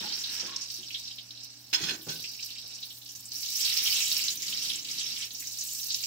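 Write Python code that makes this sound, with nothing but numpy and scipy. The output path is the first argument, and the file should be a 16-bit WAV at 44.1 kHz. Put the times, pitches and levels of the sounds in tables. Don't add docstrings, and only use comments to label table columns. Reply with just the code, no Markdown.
import sys
import numpy as np
from scipy import signal
from scipy.fft import rfft, irfft, next_fast_len
from scipy.io import wavfile
from scipy.ndimage import uniform_filter1d, map_coordinates

SR = 44100
rng = np.random.default_rng(int(sys.argv[2]) if len(sys.argv) > 2 else 0)


def log_audio(samples):
    frames = np.atleast_2d(samples).T
    limited = np.clip(frames, -1, 1)
    pcm = np.round(limited * 32767).astype(np.int16)
    wavfile.write(sys.argv[1], SR, pcm)


N = 267246


def seconds():
    return np.arange(N) / SR


def amp(db):
    return 10 ** (np.asarray(db) / 20)


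def unit(x):
    return x / np.sqrt(np.mean(x ** 2) + 1e-20)


def along(points, hz):
    f, v = np.transpose(points)
    return np.interp(np.log(hz + 1), np.log(f + 1), v)


def gains(rows):
    s, *columns = np.transpose(rows)
    t = seconds()
    entry = np.clip(1 + 10 * (t - s[0]), 0, 1)
    return [amp(np.interp(t, s, db)) * entry for db in columns]


def wobble(rate):
    knots = rng.standard_normal(int(N * rate / SR) + 4)
    return map_coordinates(knots, [np.arange(N) * rate / SR])


def filtered(x, response):
    m = next_fast_len(N + SR // 2)
    return irfft(rfft(x, m) * response(np.fft.rfftfreq(m, 1 / SR)), m)[..., :N]


def coloured(x, spectrum):
    return unit(filtered(x, lambda hz: amp(along(spectrum, hz))))


def ring(x, modes):
    def body(f):
        total = 0
        for k, (centre, width, db) in enumerate(modes):
            damping = 1j * f * width
            total = total + (-1) ** k * amp(db) * damping / (centre ** 2 - f ** 2 + damping)
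        return total
    return unit(filtered(x, body)) * np.std(x)


def crackle(rate, spread_db):
    hit = rng.random(N) < rate / SR
    size = amp(spread_db * np.minimum(rng.exponential(size=N), 4))
    return unit(hit * size * rng.standard_normal((2, N)))


def steadied(x, span):
    width = int(span * SR)
    power = uniform_filter1d(uniform_filter1d(np.mean(x ** 2, 0), width), width)
    return x / np.sqrt(np.abs(power) + 1e-6)


def jostle(rows, rate, release):
    t = seconds()
    force = 0
    for start, db, length in rows:
        fade = np.exp(-np.clip((t - start - length) / release, 0, 20))
        force = force + amp(db) * (t >= start) * fade
    return force * steadied(crackle(rate, spread_db=0.5), span=0.002)


def ages(starts):
    return [np.maximum(seconds() - start, 0) for start in starts]


# pitch_hz, level_db
MAINS_HUM = [(119.8, -63.5), (299.4, -76)]
# pitch_hz, relative_db per Hz
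KITCHEN_AIR = [(20, -33), (42, -26), (52, -1.5), (90, 2), (160, -5.5), (220, 4.5), (290, 5.5), (350, -8.5),
               (800, -3), (1600, -13), (4000, -15), (16000, -33)]


def background():
    t = seconds()
    hum = sum(amp(db) * np.sqrt(2) * np.sin(2 * np.pi * hz * t) for hz, db in MAINS_HUM)
    waver = amp(-2.3 + 1.1 * wobble(11))
    air = amp(-66) * coloured(rng.standard_normal((2, N)), KITCHEN_AIR)
    return hum * waver + air


# start_s, length_s, pitch_hz, level_db
RUNNER_SQUEAKS = [(0.028, 0.047, 850, -44.5), (0.47, 0.073, 1087, -49), (0.529, 0.051, 1085, -51.5)]


def squeaks():
    t = seconds()
    waver = np.cumsum(.04 * wobble(500)) / SR
    grip = amp(3 * wobble(160) - 1.5)
    tones = 0
    for start, length, hz, db in RUNNER_SQUEAKS:
        swell = np.sqrt(np.abs(np.sin(np.pi * np.clip((t - start) / length, 0, 1))))
        tones = tones + amp(db) * swell * np.sin(2 * np.pi * hz * (t + waver))
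    return grip * tones


# start_s, level_db, length_s, hardness_db, weight_db
DRAWER_KNOCKS = [(0.008, -44, 0.0089, -3, -16), (0.036, -46.5, 0.008, 2.5, -14),
                 (0.068, -57, 0.0081, 3, -13), (0.426, -48, .025, -1.5, -17), (0.782, -56, .025, -11, -12),
                 (1.802, -51.5, 0.05, -9, 5.5), (1.879, -50.5, .066, -5, -9),
                 (2.068, -49.5, 0.034, 3.5, 3.5), (2.635, -63.5, 0.019, 3, -2)]
# pitch_hz, width_hz, relative_db
FRAME_MODES = [(221, 32, -0.5), (294, 31, -1), (346, 38, 0)]
# pitch_hz, width_hz, relative_db
BOTTOM_MODES = [(460, 130, -2.5), (705, 77, -6), (803, 59, -2), (1150, 45, -4.5), (1440, 180, -9.5)]
# pitch_hz, width_hz, relative_db
CABINET_MODES = [(90, 32, -6), (165, 50, 2)]
# start_s, level_db
RUNNER_SLIDE = [(0, -45.5), (.12, -49), (.29, -51), (.36, -45), (.45, -46.5), (.56, -51), (.61, -57),
                (.8, -67)]
# pitch_hz, relative_db per Hz
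SLIDE_COLOUR = [(100, -32), (250, -2), (500, -14), (1200, -8.5), (1520, -1.5), (2100, -3), (3500, 2.5),
                (8000, -54)]


def drawer():
    s, db, length, hard, heavy = np.transpose(DRAWER_KNOCKS)

    def knock(extra_db):
        return jostle(zip(s, db + extra_db, length), rate=1300, release=0.0054)

    rasp = gains(RUNNER_SLIDE)[0] * coloured(crackle(rate=1600, spread_db=1.5), SLIDE_COLOUR)
    frame = ring(knock(0), FRAME_MODES)
    bottom = ring(knock(hard), BOTTOM_MODES)
    cabinet = ring(knock(heavy), CABINET_MODES)
    return frame + bottom + cabinet + rasp


# start_s, level_db
TRAY_BUMPS = [(1.729, -47), (1.806, -44), (1.872, -48), (1.918, -42.5)]
# pitch_hz, relative_db, t60_s
TRAY_MODES = [(319, 0, .27), (389, -4, .17)]


def tray():
    drone = 0
    for age, (_, db) in zip(ages([row[0] for row in TRAY_BUMPS]), TRAY_BUMPS):
        for hz, mode_db, t60 in TRAY_MODES:
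            drone = drone + amp(db + mode_db - 60 * age / t60) * np.sin(2 * np.pi * hz * age)
    return drone


# start_s, level_db, length_s, brightness_db_per_octave, ring_db
UTENSIL_CONTACTS = [(1.729, -31, 0.0075, -5, 5.5), (1.736, -23, 0.0024, -5, -7.5), (1.741, -27, .008, 4, 4),
                    (1.755, -32, 0.0051, 3, 6), (1.775, -37.5, 0.034, -2, -3.5),
                    (1.813, -36, 0.021, 6, -0.5), (1.836, -30, 0.0055, 4, 0), (1.843, -36, 0.041, 0, -2),
                    (1.886, -34, 0.0078, -6, 5.5), (1.896, -31.5, 0.0033, -4.5, 2),
                    (1.907, -33, 0.0062, -4, 3), (1.92, -41, 0.038, 24, -4), (2.084, -40.5, 0.038, -3, 0)]
# pitch_hz, width_hz, relative_db
UTENSIL_MODES = [(1516, 26, -10), (1790, 60, -14), (2505, 36, -9.5), (2780, 90, -8), (3270, 44, -5),
                 (3420, 34, 0), (3550, 60, -7), (3915, 60, -10), (4230, 130, -4), (5050, 70, -8),
                 (5230, 46, 1), (5540, 60, -9), (6330, 90, -7.5), (7490, 66, -17)]
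# pitch_hz, relative_db per Hz
RATTLE_COLOUR = [(300, -26), (1200, -7.5), (2600, -0.5), (5500, 0), (8000, -15), (11000, -20), (15000, -18)]


def utensils():
    rung, chatter = 0, 0
    for start, db, length, bright, ring_db in UTENSIL_CONTACTS:
        impacts = jostle([(start, db, length)], rate=4000, release=0.005)
        modes = []
        for hz, width, level in UTENSIL_MODES:
            shifted = hz * (1 + .002 * rng.standard_normal())
            share = level + bright * np.log2(hz) + 2.5 * rng.standard_normal()
            modes.append((shifted, width, share))
        rung = rung + amp(ring_db) * ring(impacts, modes)
        chatter = chatter + impacts
    rattle = coloured(chatter, RATTLE_COLOUR) * np.std(chatter)
    return rung + amp(-2.0) * rattle


# start_s, relative_db
WHISK_RUB = [(3.3, -104), (3.7, -64), (4.25, -59.5), (4.65, -55.5), (5.1, -58.5), (5.5, -74)]
# pitch_hz, width_hz, relative_db
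PAN_MODES = [(165, 50, 0), (218, 30, 2), (292, 36, 3), (400, 40, -4), (469, 26, -3), (660, 28, -12),
             (860, 63, -13)]
# start_s, level_db, length_s
PAN_BUMPS = [(3.14, -68, 0.055), (3.885, -57.5, 0.035)]
# pitch_hz, width_hz, relative_db
HOB_MODES = [(72, 20, -8), (100, 39, 3)]
PRESS_DB, PRESSES_PER_S = 2, 13
DETUNE = .022


def whisk():
    pressure = amp(PRESS_DB * wobble(PRESSES_PER_S))
    rubbing = ring(gains(WHISK_RUB)[0] * pressure * crackle(rate=1100, spread_db=2.0), PAN_MODES)
    bent = np.arange(N) + np.cumsum(DETUNE * wobble(PRESSES_PER_S))
    rubbing = np.array([np.interp(bent, np.arange(N), port) for port in rubbing])
    bumps = ring(jostle(PAN_BUMPS, rate=910, release=0.017), HOB_MODES)
    return amp(-5.5) * rubbing + bumps


def bubbles(at, hz, height, cycles, count=128):
    k = np.arange(count)
    turns = hz[:, None] * k / SR
    fade = height[:, None] * np.exp(-turns / cycles) * (1 - np.exp(-2 * turns))
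    where = ((at * SR).astype(int)[:, None] + k).ravel()
    phase = rng.random((2, len(at), 1))
    tones = [(fade * np.sin(2 * np.pi * (turns + p))).ravel() for p in phase]
    return np.array([np.bincount(where, tone, N)[:N] for tone in tones])


def bursts(start, height, hz, fade, scatter, cycles, count):
    wait = -np.log(1 - (np.arange(count) + rng.random((len(start), count))) / (count + 1))
    pitch, loud = rng.standard_normal((2, len(start), count))
    at = start[:, None] + fade[:, None] * wait
    pitches = hz[:, None] * np.exp(scatter * pitch)
    sizes = height[:, None] * amp(2 * loud - 2.95 * wait) * (1 - np.exp(-6 * wait))
    return bubbles(at.ravel(), pitches.ravel(), sizes.ravel(), cycles)


def boiling(spectrum, centre_hz, range_octaves, spread_db, hiss_db, count):
    when, length = rng.random((2, count))
    pitch, loud = np.clip(rng.standard_normal((2, count)), -2, 2)
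    hz = centre_hz * 2 ** (range_octaves * pitch)
    fade = .007 + .014 * length
    flocks = bursts(when * N / SR, amp(spread_db * loud), hz, fade, scatter=0.067, cycles=4.6, count=30)
    flocks = unit(filtered(flocks, lambda f: amp(0.6 * along(spectrum, f))))
    hiss = coloured(crackle(rate=9000, spread_db=1.5), spectrum)
    return steadied(flocks + amp(hiss_db) * hiss, span=0.038)


def flares(rate, power_fade, spread_db):
    size = amp(spread_db * np.clip(rng.standard_normal(N), -2.5, 2.5))
    kicks = (rng.random(N) < rate / SR) * size
    power = signal.lfilter([1], [1, -np.exp(-1 / (power_fade * SR))], kicks ** 2)
    return unit(np.sqrt(power))


FIRST_LULL_S, TURN_S, LULL_S, LULL_DB = 4.37, 0.469, 0.027, 10.5


def lulls(count=3):
    t = seconds()
    centres = [FIRST_LULL_S + turn * TURN_S for turn in range(count)]
    return -LULL_DB * sum(np.exp(-.5 * ((t - centre) / LULL_S) ** 2) for centre in centres)


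# start_s, relative_db
FLOUR_PUFFS = [(.713, -49.5), (.992, -54), (1.432, -52.5), (2.014, -50), (2.443, -47), (2.673, -53),
               (2.853, -52), (3.028, -60), (4.012, -46), (4.491, -42), (5.249, -55), (5.399, -43)]
PUFF_RISE_S, PUFF_FADE_S = 0.0039, 0.012


def puffs():
    total = 0
    for age, (_, db) in zip(ages([row[0] for row in FLOUR_PUFFS]), FLOUR_PUFFS):
        swell = (1 - np.exp(-age / PUFF_RISE_S)) * np.exp(-age / PUFF_FADE_S)
        total = total + amp(db + 9.0) * swell
    return total


# start_s, sputter_db, fine_fizz_db
FRYING_HEAT = [(0, -38, -57.5), (.33, -38.5, -51.5), (.56, -42, -66), (.76, -42.5, -56), (1.08, -44, -65.5),
               (1.24, -52.5, -64.5), (1.42, -48.5, -71), (1.66, -54, -61.5), (2.05, -51.5, -57.5),
               (2.13, -41.5, -51.5), (2.47, -47, -58.5), (2.64, -45, -64.5), (2.98, -55, -53.5),
               (3.29, -50, -56), (3.36, -40, -49), (3.65, -32, -40), (4.06, -32.5, -40.5),
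               (4.35, -38.5, -46), (4.75, -37.5, -55), (5.22, -40, -57), (5.33, -45, -54.5),
               (5.7, -42.5, -44), (6.06, -40.5, -48.5)]
# start_s, relative_db
SEETHE_LEVEL = [(3.42, -55), (3.68, -37.5), (4.05, -36), (4.45, -42.5), (5.25, -44), (5.36, -57),
                (5.62, -61), (6.06, -57)]
# start_s, relative_db, pitch_hz, fade_s
WATER_SPITS = [(0.121, -19, 4640, .019), (.192, -26, 5840, 0.014), (.218, -41, 5230, 0.015),
               (.236, -21, 4300, 0.013), (.394, -20, 5130, 0.011), (0.462, -26, 5550, .012),
               (.561, -21, 5640, 0.0036), (.609, -20.5, 5700, 0.02), (.697, -21, 5260, 0.02),
               (0.738, -25, 5360, 0.015), (.823, -40, 5230, 0.0095), (0.903, -31.5, 2960, .014),
               (.942, -20, 3640, 0.017), (1.071, -27, 4900, .012), (1.182, -28.5, 3630, 0.0084),
               (1.306, -30.5, 4400, .006), (1.429, -28, 5270, 0.017), (1.526, -38, 4900, 0.015),
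               (2.01, -35.5, 3960, .012), (2.087, -20.5, 5200, .018), (2.24, -30.5, 2770, .012),
               (2.24, -29, 4470, .011), (2.334, -29, 5000, .012), (2.345, -42, 2740, .012),
               (2.386, -36, 2770, 0.021), (2.425, -20.5, 5500, .014), (2.485, -36.5, 2820, 0.021),
               (2.503, -30, 4050, 0.0097), (2.553, -39, 2700, 0.013), (2.581, -29.5, 4470, 0.0099),
               (2.746, -28.5, 6100, 0.014), (2.824, -24.5, 4300, 0.02), (2.903, -31, 3850, 0.013),
               (2.969, -36.5, 4320, 0.0088), (3.014, -35.5, 3840, 0.014), (3.057, -30, 4860, .012),
               (3.089, -26.5, 5800, 0.018), (3.149, -27, 6000, 0.016), (3.194, -35, 7150, .01),
               (3.253, -27, 7700, .011), (3.317, -24, 5060, 0.0075), (3.427, -22, 4900, 0.014),
               (3.552, -19, 5500, .014), (3.602, -25, 3600, 0.013), (3.61, -17, 6800, .011),
               (3.645, -15.5, 4180, 0.017), (3.693, -17.5, 4260, .013), (3.766, -12, 4950, .016),
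               (3.872, -17.5, 3400, 0.007), (3.924, -21.5, 3000, .008), (4.002, -22, 2700, 0.014),
               (4.02, -15.5, 5650, 0.016), (4.066, -25, 5170, 0.01), (4.114, -16.5, 4200, 0.01),
               (4.165, -16, 5000, 0.0076), (4.189, -25.5, 2740, .01), (4.236, -17, 5960, 0.012),
               (4.279, -15, 4380, 0.01), (4.302, -18.5, 6200, .009), (4.419, -23, 5370, .011),
               (4.463, -27, 7200, 0.011), (4.479, -22, 4450, 0.009), (4.522, -22.5, 3620, .012),
               (4.573, -22, 4500, 0.0084), (4.696, -18.5, 3560, .013), (4.756, -22, 6900, 0.0056),
               (4.845, -25.5, 4650, 0.0094), (4.849, -32.5, 3080, 0.0094), (4.884, -26.5, 3900, 0.0096),
               (4.911, -20.5, 5700, 0.0099), (4.982, -20.5, 4600, .012), (4.997, -21, 6540, .011),
               (5.007, -25.5, 3390, .011), (5.056, -28.5, 3800, 0.014), (5.162, -27.5, 3320, 0.0089),
               (5.21, -24, 6200, 0.0073), (5.221, -29, 3000, 0.012), (5.305, -28.5, 4000, 0.0091),
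               (5.349, -30, 6300, 0.012), (5.4, -25, 6860, 0.011), (5.419, -38, 2130, .012),
               (5.47, -21.5, 5740, 0.013), (5.585, -21, 6400, 0.011), (5.608, -19, 6260, .011),
               (5.747, -24, 5450, .011), (5.785, -25, 5460, .011), (5.829, -22, 5200, 0.012),
               (5.9, -17, 4650, .02), (5.944, -16, 4950, 0.0044), (6.003, -28, 4260, 0.0048),
               (6.029, -32.5, 2580, 0.013), (6.035, -17, 5170, 0.011)]
# pitch_hz, relative_db per Hz
SPUTTER_COLOUR = [(600, -22.5), (1200, -20), (1750, -16), (2250, -12), (2750, -4), (3300, -11.5),
                  (3900, -2.5), (4700, 2.5), (5450, 6), (6100, -1), (6700, -12), (8000, -11), (13000, -34)]
# pitch_hz, relative_db per Hz
SPRAY_COLOUR = [(4000, -36), (6000, -0.5), (6900, -2.5), (7200, -5.5), (8000, -8.5), (8700, -23.5),
                (10000, -13.5), (13000, -15)]
# pitch_hz, relative_db per Hz
SEETHE_COLOUR = [(300, -39), (750, -32), (1250, -10), (1600, -12), (2000, -5), (2300, -2), (2700, -3),
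                 (3200, 3), (3900, 2.5), (5000, -2), (8000, -13)]
# pitch_hz, relative_db per Hz
FIZZ_COLOUR = [(5000, -24), (8000, -1), (9000, 2.5), (10300, 0), (12500, 5.5), (15300, 8), (16000, 1.5)]
# pitch_hz, width_hz, level_db against the direct sound
BOWL_MODES = [(2830, 400, -9), (3144, 30, -8), (3795, 80, -7), (4755, 40, -7), (5560, 110, -8)]
SURGE_DB, SURGES_PER_S = 1.76, 17
SPRAY_DB, THINNED_DB, THIN_FROM_S, THIN_S = -3.5, 6.5, 2.84, 1.88


def frying():
    boil, fine = gains(FRYING_HEAT)
    stirred = amp(lulls())

    def surge():
        return amp(SURGE_DB * wobble(SURGES_PER_S))

    sputter = boil * stirred * surge() * boiling(
        SPUTTER_COLOUR, centre_hz=4864, range_octaves=0.28, spread_db=3.5, hiss_db=-4.5, count=720)

    thinned = np.clip((seconds() - THIN_FROM_S) / THIN_S, 0, 1)
    small = np.sqrt(boil * fine) * amp(SPRAY_DB + THINNED_DB * thinned)
    spray = small * surge() * boiling(
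        SPRAY_COLOUR, centre_hz=7390, range_octaves=0.21, spread_db=4.5, hiss_db=-5.5, count=280)

    seethe = gains(SEETHE_LEVEL)[0] * stirred * boiling(
        SEETHE_COLOUR, centre_hz=2910, range_octaves=0.25, spread_db=-1.0, hiss_db=4.0, count=360)

    grain = coloured(crackle(rate=7600, spread_db=5.5), FIZZ_COLOUR)
    grain = steadied(grain * flares(rate=240, power_fade=0.0073, spread_db=3.5), span=0.098)
    fizz = np.hypot(fine * surge(), puffs()) * grain

    s, db, hz, fade = np.transpose(WATER_SPITS)
    spits = bursts(s, amp(db - 6.5), hz, fade, scatter=0.098, cycles=3.52, count=56)
    spits = filtered(spits, lambda f: 1 / np.sqrt(1 + (1950 / (f + 1)) ** 8))

    def bowl(f):
        return 1 + sum(amp(level) / (1 + 2j * (f - centre) / width) for centre, width, level in BOWL_MODES)

    bubbling = amp(0.77) * sputter + spits + amp(-2.0) * seethe
    return amp(-0.22) * filtered(bubbling, bowl) + spray + amp(1.5) * fizz


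# pitch_hz, t60_s
WALL_ECHO = [(150, 0.58), (600, 0.48), (2000, 0.23), (6000, 0.095), (15000, 0.2)]


def room(x):
    hz, t, z = signal.stft(rng.standard_normal((2, SR // 2)), SR, nperseg=256)
    decay = amp(-60 * t / along(WALL_ECHO, hz)[:, None])
    tail = signal.istft(z * decay, SR, nperseg=256)[1]
    return signal.fftconvolve(x, tail / np.linalg.norm(tail[0]), axes=1)[:, :N]


# pitch_hz, correlation (1 = identical)
PORT_LIKENESS = [(100, .96), (300, .82), (600, .45), (1000, .15), (2500, .05), (5500, -.08), (6750, 0),
                 (7050, .9), (9000, .8), (11000, .84), (15000, .83)]
# pitch_hz, left_minus_right_db
PORT_BALANCE = [(100, -1), (400, -1), (1500, -1.5), (3300, -3.5), (4400, -0.5), (5600, -6.5), (6300, -3.5),
                (7000, 0.7), (9500, 0.5), (11500, -1), (13000, -3.5), (15000, -6.5)]


def ports(x):
    def mid_side(hz):
        turn = np.arccos(np.clip(along(PORT_LIKENESS, hz), -1, 1)) / 2
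        return np.array([np.cos(turn), np.sin(turn)])

    mid, side = filtered(x, mid_side)
    pair = np.array([mid + side, mid - side])
    return filtered(pair, lambda hz: amp(np.outer([.5, -.5], along(PORT_BALANCE, hz))))


def panned(x, left_minus_right_db):
    return x * amp(left_minus_right_db * np.array([[.5], [-.5]]))


def scene():
    near = frying() + whisk()
    wood = drawer()
    metal = utensils()
    tones = squeaks() + tray()
    echo = room(amp(-6.0) * near + amp(-6.5) * wood + amp(-8) * tones)
    clatter = ports(metal + amp(-5.0) * room(metal))
    return ports(near + wood + echo + background()) + panned(tones, -5) + panned(clatter, -1.5)


TOP_HZ = 15790


def record(dry):
    return filtered(dry, lambda hz: hz < TOP_HZ)


dry = scene()
out = record(dry)
log_audio(out)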